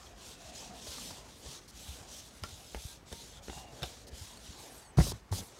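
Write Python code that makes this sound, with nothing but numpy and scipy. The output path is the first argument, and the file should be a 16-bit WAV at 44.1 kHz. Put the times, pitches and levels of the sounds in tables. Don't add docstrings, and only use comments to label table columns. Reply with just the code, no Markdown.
import sys
import numpy as np
from scipy import signal
from scipy.fft import rfft, irfft
from scipy.io import wavfile
from scipy.ndimage import uniform_filter1d

SR = 44100
rng = np.random.default_rng(int(sys.argv[2]) if len(sys.argv) > 2 else 0)


def boost_factor(decibels):
    exponent = np.asarray(decibels, float) / 20
    return 10 ** exponent


def put_to_file(sound):
    columns = np.atleast_2d(sound).T
    safe = np.clip(columns, -1, 1)
    whole_steps = np.round(safe * 32767)
    wavfile.write(sys.argv[1], SR, whole_steps.astype(np.int16))


N = 246827
STEP = 32

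# heaviest moment in seconds, building in seconds,
# easing in seconds, rumble in dB, scrub in dB.
CATCHES = [
    (5.05, 0.088, 0.14, -41.5, -53),
    (5.37, 0.068, 0.09, -47, -53),
]


def evened(x):
    return x / np.sqrt(np.mean(x ** 2) + 1e-20)


def read(points, hz):
    f, value = np.transpose(points)
    return np.interp(np.log(hz + 1), np.log(f + 1), value)


def add(mix, s, sound):
    part = mix[round(s * SR):][:len(sound)]
    part += sound[:len(part)]


def arch(s, rise, fall):
    t = np.arange(0, N, STEP) / SR - s
    progress = np.where(t < 0, -t / rise, t / fall)
    return np.cos(np.pi / 2 * np.clip(progress, 0, 1)).clip(0)


def course(points):
    return np.interp(np.arange(0, N, STEP) / SR, *np.transpose(points))


def fine(x):
    return np.interp(np.arange(N), np.arange(0, N, STEP), x)


def noise(spectrum, size, patchy_db=0.):
    hz = np.fft.rfftfreq(size, 1 / SR)
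    a, b, patches = rng.standard_normal((4 * N // size + 5, len(hz), 3)).T
    patches = uniform_filter1d(patches, size=7, axis=0)
    patches = evened(uniform_filter1d(patches, size=19, axis=1))
    z = (a + 1j * b) * boost_factor(read(spectrum, hz)[:, None] + patchy_db * patches)
    return evened(signal.istft(z, nperseg=size, noverlap=3 * size // 4)[1][:N])


def whistle(hz, width, steady=0.):
    r = np.exp(-np.pi * width / SR)
    slow = rng.standard_normal((len(hz) + 2000, 2)) @ [1, 1j]
    for _ in range(2):
        slow = signal.lfilter([1 - r], [1, -r], slow)
    slow = steady + slow[2000:] / abs(slow).mean()
    waver = evened(uniform_filter1d(rng.standard_normal(len(hz)), size=500))
    phase = 2 * np.pi * np.cumsum(hz * (1 + .003 * waver)) / SR
    return evened((slow * np.exp(1j * phase)).real)


def cloth():
    # frequency in Hz, level in dB per Hz.
    hiss_spectrum = [(880, -18.5), (1900, -13), (2490, -7.5), (3410, -1), (3840, -1), (4900, -2.5),
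                     (6400, -1.5), (7980, -6), (9310, -11.5), (13000, -24)]
    fizz_spectrum = [(5000, -44), (8000, 1.5), (10000, 2), (12500, -1.5), (15000, -9), (16500, -13)]
    slip_spectrum = [(900, -24), (2000, -19), (3000, -8.5), (4000, -1.5), (5000, -0.5), (6500, -4),
                     (9000, -8), (13000, -21.5)]
    scrub_spectrum = [(88, -25), (150, -4.5), (264, 2.5), (318, -5), (384, -1), (785, -3), (1260, -9),
                      (1690, -11.5), (3000, -16), (3900, -34), (6600, -120)]
    # fastest moment in seconds, speeding up in seconds,
    # slowing down in seconds, hiss in dB, fizz in dB relative to the hiss.
    wipes = [(.3, 0.16, 0.083, -52, -10), (.49, 0.12, 0.039, -54, -12), (.57, 0.053, 0.18, -49, -17),
             (.91, 0.11, 0.11, -47, -9.5), (1.05, 0.15, 0.12, -46.5, -8.5), (1.4, .07, .06, -64, 0),
             (1.53, .14, 0.081, -49.5, -11.5), (1.88, 0.18, 0.19, -51, -7), (2.18, 0.15, 0.055, -50.5, -8),
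             (2.25, 0.056, 0.086, -55.5, -8), (2.38, 0.086, 0.05, -59, -9), (2.47, 0.061, 0.11, -53.5, -11),
             (2.57, 0.12, 0.31, -56, -7.5), (2.88, 0.22, 0.11, -52, -5), (3.16, .11, 0.16, -52.5, -9),
             (3.28, 0.09, 0.08, -57.5, -8), (3.37, .09, .035, -57, -11), (3.45, 0.036, .06, -57, -9),
             (3.57, 0.15, 0.093, -52, -9.5), (3.79, 0.086, 0.043, -56.5, -10),
             (3.84, 0.035, .17, -50.5, -9.5), (4.21, .11, 0.22, -52.5, -8), (4.46, 0.076, 0.23, -54, -13),
             (4.62, 0.066, .1, -54.5, -4.5), (4.76, 0.14, 0.12, -58.5, -3),
             (5.14, 0.019, 0.081, -59.5, -12), (5.43, 0.064, 0.11, -57, -0.5)]
    slides = [
        (1.694, 0.017, 0.019, -55, -8),
        (4.084, 0.017, 0.015, -55.5, -9),
        (5.09, 0.12, 0.036, -40.5, -7),
        (5.365, 0.05, .047, -43, -5.5),
    ]
    # middle in seconds, half length in seconds, hiss in dB.
    slack_drags = [(0.04, 0.12, -59), (0.396, .04, -60), (0.789, 0.072, -52.5), (1.16, 0.079, -53.5),
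                   (1.3, 0.14, -58), (1.63, .07, -63), (2.027, 0.067, -62), (2.984, .04, -67),
                   (3.702, 0.079, -62.5), (4.002, 0.062, -58), (5.52, .06, -63), (5.6, 0.081, -58.5)]
    # time in seconds, scrub in dB.
    press = [(0, -57.5), (.38, -58.5), (.56, -56), (1.2, -55.5), (1.38, -62.5), (1.46, -55.5), (1.65, -62),
             (2.0, -57), (2.2, -60.5), (2.45, -59), (3.03, -62), (3.5, -60), (3.83, -54), (4.05, -61),
             (4.44, -56), (4.77, -56.5), (5.27, -62.5), (5.6, -58.5)]
    wipe_round, slide_round, fizz_steep = 0.89, 0.33, 1.67

    hiss, fizz, skid = boost_factor(2 * -76), 0, 0
    drags = [(s, half, half, db, -12) for s, half, db in slack_drags]
    for s, rise, fall, db, fizz_db in [*wipes, *drags]:
        speed = arch(s, rise, fall) ** (2 * wipe_round)
        hiss = hiss + boost_factor(2 * db) * speed
        fizz = fizz + boost_factor(2 * (db + fizz_db)) * speed ** fizz_steep
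    for s, rise, fall, db, fizz_db in slides:
        speed = arch(s, rise, fall) ** (2 * slide_round)
        skid = skid + boost_factor(2 * db) * speed
        fizz = fizz + boost_factor(2 * (db + fizz_db)) * speed ** fizz_steep
    scrub = boost_factor(2 * course(press))
    for s, rise, fall, _, db in CATCHES:
        scrub = scrub + boost_factor(2 * db) * arch(s, rise, fall)

    fibres = fine(hiss ** .5) * noise(hiss_spectrum, size=512, patchy_db=1.5)
    fibres = fibres + fine(fizz ** .5) * noise(fizz_spectrum, size=512, patchy_db=1.5)
    fibres = fibres + fine(skid ** .5) * noise(slip_spectrum, size=512, patchy_db=2.2)
    palm = fine(scrub ** .5) * noise(scrub_spectrum, size=1024, patchy_db=2.5)
    flicker = boost_factor(0.84 * evened(uniform_filter1d(rng.standard_normal(N), size=300)))
    return flicker * (fibres + palm)


def weave():
    # start in seconds, end in seconds, pitch at full pace in Hz,
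    # power of the pace that the pitch follows, level in dB.
    threads = [(1.99, 2.07, 9050, 1, -66.5), (2.3, 2.415, 9780, 1, -69), (2.31, 2.385, 12360, .3, -75),
               (2.31, 2.36, 7850, 1, -73), (2.31, 2.4, 5950, .3, -72), (4.29, 4.5, 10530, 1, -66.5),
               (4.4, 4.46, 11000, 1, -71), (4.32, 4.49, 13150, .85, -75), (4.37, 4.43, 9300, .87, -69),
               (4.69, 4.77, 8780, .8, -68), (4.755, 4.812, 8780, .8, -61), (4.71, 4.84, 11150, .9, -70),
               (4.66, 4.83, 11850, 1, -67), (4.72, 4.82, 12440, 1.2, -67.5), (4.71, 4.94, 15050, .88, -77),
               (4.7, 4.74, 10300, .7, -66), (4.815, 4.925, 11000, .7, -64.5), (4.815, 4.9, 10470, .85, -65),
               (4.84, 4.9, 9780, 0, -73), (4.84, 4.915, 8960, 1, -68.5), (4.8, 4.91, 5630, .8, -66.5),
               (4.93, 4.964, 8600, .5, -72)]
    # time in seconds, pace relative to the fastest.
    hand_pace = [
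        [(1.99, .99), (2.018, 1), (2.07, .9)],
        [(2.3, .97), (2.356, 1), (2.384, .966), (2.41, .8)],
        [(4.29, .784), (4.35, .83), (4.385, .87), (4.42, .965), (4.445, 1), (4.475, .885), (4.5, .84)],
        [(4.66, .72), (4.69, .88), (4.734, .98), (4.76, 1), (4.812, .8), (4.88, .725), (4.9, .69), (4.92, .595),
         (4.96, .44)],
    ]
    # start in seconds, end in seconds, pitch in Hz,
    # width in Hz, level in dB, share of the time spent swelling.
    hollows = [(0.023, .42, 701, 96, -66, 0.35), (0.391, 0.606, 680, 120, -55.5, 0.37),
               (0.599, 0.808, 717, 100, -54.5, 0.57), (0.154, 0.704, 2633, 350, -65, 0.96),
               (2.432, 2.515, 1405, 80, -63, .03), (2.86, 2.957, 1600, 20, -65.5, .3),
               (3.128, 3.25, 927, 27, -62, .1), (3.477, 3.715, 2810, 69, -59, .03),
               (3.491, 3.705, 800, 200, -55.5, 0.44), (4.497, 4.85, 648, 250, -68, 0.8),
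               (.28, .34, 3100, 40, -67, .4), (.54, .68, 2520, 60, -69, .3), (1.2, 1.32, 950, 270, -65, .8),
               (1.5, 1.59, 6320, 1200, -61, .7), (2.099, 2.215, 6000, 1200, -57, 0.89),
               (3.15, 3.24, 3900, 700, -56, .6), (3.279, 3.4, 3400, 550, -61, 0.98),
               (3.532, 3.67, 1000, 90, -65, .3), (3.845, 3.9, 3470, 900, -54, .7),
               (4.45, 4.6, 4010, 900, -61, 0.8), (5.325, 5.405, 4750, 400, -52, .5),
               (5.38, 5.415, 3500, 600, -55, .7)]
    out = np.zeros(N)
    pace = uniform_filter1d(fine(course(np.vstack(hand_pace))), size=500)
    for start, end, hz, follows, db in threads:
        glide = hz * pace[round(start * SR):round(end * SR)] ** follows
        tone = whistle(glide, width=100, steady=1.6)
        add(out, start, boost_factor(db - 1.2) * tone * signal.windows.tukey(len(tone), .45))
    for start, end, hz, width, db, swell in hollows:
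        count = round((end - start) * SR)
        peak = np.clip(swell, .01, .99)
        shape = np.sqrt(np.interp(np.arange(count) / count, [0, peak, 1], [0, 1, 0]))
        tone = whistle(np.full(count, hz), width, steady=60 / width)
        add(out, start, boost_factor(db) * tone * shape)
    return out


def handling():
    # frequency in Hz, level in dB per Hz.
    rumble_spectrum = [(12, -49), (20, -58), (39, 2.5), (60, 13.5), (72, 0), (140, -2), (226, -6.5),
                       (263, -17), (320, -12.5), (420, -56), (700, -120)]
    # time in seconds, level in dB.
    load = [(0, -64), (1.06, -62.5), (1.78, -62.5), (1.89, -56), (2.16, -64), (2.55, -59), (2.9, -64),
            (3.32, -57.5), (4.44, -63), (4.59, -64), (4.81, -67), (5.25, -63), (5.6, -74)]
    # start in seconds, peak in dB, pitch in Hz, rise in seconds.
    thuds = [(.125, -51.5, 50, 0.019), (1.481, -46.5, 135, 0.0071), (0.878, -44, 69, 0.0092),
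             (1.101, -52, 97, 0.013), (1.454, -42.5, 65.6, 0.01), (1.734, -49, 60, 0.012),
             (1.882, -37.5, 69, 0.011), (2.421, -37.5, 87, 0.0076), (2.523, -43.5, 89, 0.0076),
             (2.747, -37.5, 59, 0.014), (2.851, -32.5, 80, 0.0029), (3.119, -37, 69, 0.0064),
             (3.553, -48, 60, 0.0089), (3.82, -37.5, 64.6, 0.013), (3.8225, -36.5, 131, 0.0058),
             (4.127, -36, 63.5, 0.0061), (4.21, -40.5, 89, 0.0084), (4.487, -41, 69.6, 0.0062),
             (4.974, -17, 108, 0.0075), (4.9836, -13, 152, 0.0068), (4.984, -27.5, 327, 0.006),
             (5.067, -35, 424, 0.0023), (5.392, -43.5, 188, 0.0087), (5.006, -15.5, 110, 0.0035),
             (5.018, -32, 62, .008), (4.985, -17.5, 58, 0.0079), (5.3122, -25.5, 95, 0.011),
             (5.391, -41.5, 107, 0.0071), (5.124, -41, 60, 0.011), (5.045, -38, 150, .005),
             (5.08, -39, 160, 0.0063), (5.118, -41, 382, .003), (5.129, -37, 110, 0.0086),
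             (5.42, -41.5, 85, 0.0047), (.27, -51, 110, .008), (.444, -51, 97, .007),
             (2.002, -49, 94, .007), (3.478, -47, 62, .008), (3.56, -46.5, 140, 0.0076),
             (3.727, -48, 113, .007), (4.503, -45, 201, 0.0029)]
    force = boost_factor(course(load))
    for s, rise, fall, db, _ in CATCHES:
        force = force + boost_factor(db) * arch(s, rise, fall) ** 1.6
    out = boost_factor(2.5) * fine(force) * noise(rumble_spectrum, size=4096)
    t = np.arange(8000) / SR
    for s, db, hz, rise in thuds:
        u = t / max(rise, 1e-3)
        add(out, s, boost_factor(db) * u * np.exp(1 - u) * np.sin(2 * np.pi * hz * t))
    return out


def knock(db, hz, t60, grit, edge_db, dull):
    t = np.arange(len(grit)) / SR
    edge = boost_factor(edge_db) * (1 - t * hz * 2.7) * np.exp(-t * hz * 2.0)
    ring = boost_factor(-3.5 - 60 * t / t60) * np.sin(2 * np.pi * hz * t)
    burst = boost_factor(-7.5 - 60 * t / t60) * evened(uniform_filter1d(grit, size=dull))
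    contact = np.hanning(dull + 2)
    return boost_factor(db) * np.convolve(edge + ring + burst, contact / contact.sum())


def contacts():
    # start in seconds, peak in dB, pitch in Hz, t60 in seconds.
    taps = [(0.625, -44, 890, 0.039), (0.984, -54, 796, 0.037), (1.106, -42.5, 990, 0.036),
            (1.289, -47, 872, 0.014), (2.437, -33, 1370, 0.07), (2.746, -29, 804, 0.011),
            (2.751, -40.5, 2130, 0.025), (3.116, -40, 503, 0.034), (3.129, -34, 477, 0.012),
            (3.482, -33.5, 520, 0.014), (3.496, -36, 800, 0.037), (3.4965, -36, 400, .018),
            (3.529, -40, 700, 0.022), (2.77, -44, 850, .03), (3.574, -39, 780, 0.038),
            (3.831, -32, 500, 0.022), (3.837, -33.5, 750, 0.039), (.868, -40.5, 620, .03),
            (.982, -40.5, 1200, 0.026), (3.27, -48, 1500, 0.011), (4.305, -48, 1000, 0.022),
            (5.003, -31, 1964, 0.041), (5.011, -31, 2030, 0.018), (4.987, -31.5, 1320, .016),
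            (4.988, -33, 2050, .014), (4.978, -36, 1700, .015)]
    judder = [(4.9728, -35, 1250, 0.019), (4.9812, -25, 1050, 0.008), (4.985, -19.5, 700, 0.0062),
              (4.988, -21, 780, 0.011), (4.9995, -20, 650, 0.007), (5.004, -27, 960, 0.012),
              (5.01, -28, 650, 0.005), (5.0155, -29.5, 685, 0.0046), (5.069, -30, 560, 0.014),
              (5.119, -35, 950, 0.011), (5.291, -55, 1140, 0.014), (5.315, -43, 1060, 0.014),
              (5.325, -29, 910, 0.012), (5.333, -35, 860, 0.006), (5.334, -39, 1890, .012),
              (5.388, -37.5, 662, 0.012)]
    ticks = [(0.0687, -42, 3260, 0.017), (.069, -49, 2300, .015), (3.2, -47, 3000, .015),
             (0.111, -53, 2560, 0.014), (0.13, -50, 3200, 0.013), (0.4776, -43, 2900, 0.014),
             (3.5, -38, 3580, 0.013), (3.8216, -30, 3800, 0.011), (5.2629, -62, 4910, 0.012),
             (5.293, -52, 4930, 0.012), (3.8372, -33, 3000, 0.016), (3.8365, -36, 5300, .012),
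             (3.832, -30, 3530, 0.023)]
    cracks = [(2.4356, -29, 4950, 0.012), (2.7462, -35, 2800, 0.007), (3.1258, -34.5, 3640, 0.018),
              (3.8297, -26, 3760, 0.013), (4.373, -40.5, 4400, 0.015), (5.1194, -38, 3330, 0.011),
              (5.3253, -33, 4200, 0.006), (2.4232, -41, 13500, .004), (2.4365, -38, 10100, .008),
              (2.4362, -31.5, 5500, 0.0078), (3.1268, -34, 6000, 0.013), (3.8305, -34, 5400, 0.019),
              (2.436, -33.5, 3700, 0.008)]
    # table, sign, edge in dB, contact width in samples, delay of the peak in seconds
    kinds = [(taps, 1, -1.5, 11, .0012),
             (judder, -1, -1.5, 13, .0008),
             (ticks, 1, -13.0, 5, 0),
             (cracks, 1, -3.0, 2, .0007)]
    out = np.zeros(N)
    for table, sign, edge_db, dull, late in kinds:
        for s, db, hz, t60 in table:
            grit = rng.standard_normal(6000)
            add(out, s + late, sign * knock(db, hz, t60, grit, edge_db, dull))
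    return out


def kitchen(x):
    room_t60, room_db = 0.14, -8.5
    t = np.arange(SR // 2) / SR
    tail = rng.standard_normal(len(t)) * boost_factor(-60 * t / room_t60) * (t > .004)
    return x + boost_factor(room_db) * signal.fftconvolve(x, tail / np.linalg.norm(tail))[:N]


def room_floor():
    # frequency in Hz, level in dB per Hz.
    floor_spectrum = [(18, -42), (30, 0.5), (134, 2.5), (199, -23), (287, -5), (684, -14), (1500, -13),
                      (2200, -17), (3300, -21), (5000, -19.5), (16000, -32.5)]
    return boost_factor(-63.5) * noise(floor_spectrum, size=2048)


def scene():
    mono = cloth() + weave() + handling() + kitchen(contacts()) + room_floor()
    mono = signal.sosfilt(signal.butter(2, 38, "high", fs=SR, output="sos"), mono)
    treble_cut = signal.firwin(255, 15850, window=("kaiser", 5), fs=SR)
    mono = signal.oaconvolve(mono, treble_cut, "same")
    return np.array([mono, mono])


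def roll_off(x):
    return signal.sosfilt(signal.butter(12, 16490, fs=SR, output="sos"), x)


def record(dry):
    # middle in seconds, low edge in Hz, high edge in Hz, level in dB.
    fills = [(0.267, 7410.0, 9130.0, -68), (0.569, 6720.0, 8440.0, -63), (0.58, 4130, 5860.0, -60),
             (0.594, 8790.0, 10420.0, -71.0), (1.07, 7410.0, 9820.0, -60), (1.08, 5510.0, 7060.0, -61),
             (2.682, 4480.0, 5770.0, -67), (2.683, 8870.0, 11110.0, -72), (2.775, 11630.0, 13870.0, -74.1),
             (3.309, 5130, 6370.0, -70.5), (3.309, 7490.0, 9040.0, -74), (4.632, 4540, 6460.0, -67),
             (4.632, 8180.0, 9730.0, -71.4)]
    side, size = np.zeros(N), 2048
    hz = np.fft.rfftfreq(size, 1 / SR)
    swell = np.sin(np.pi * np.arange(size) / size)
    for s, low_hz, high_hz, db in fills:
        inside = (hz > low_hz) & (hz < high_hz)
        band = irfft(rfft(rng.standard_normal(size)) * inside)
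        add(side, s - size / SR / 2, boost_factor(db + 3.0) * evened(band) * swell)
    return roll_off(dry + side * [[1], [-1]])


dry = scene()
out = record(dry)
put_to_file(out)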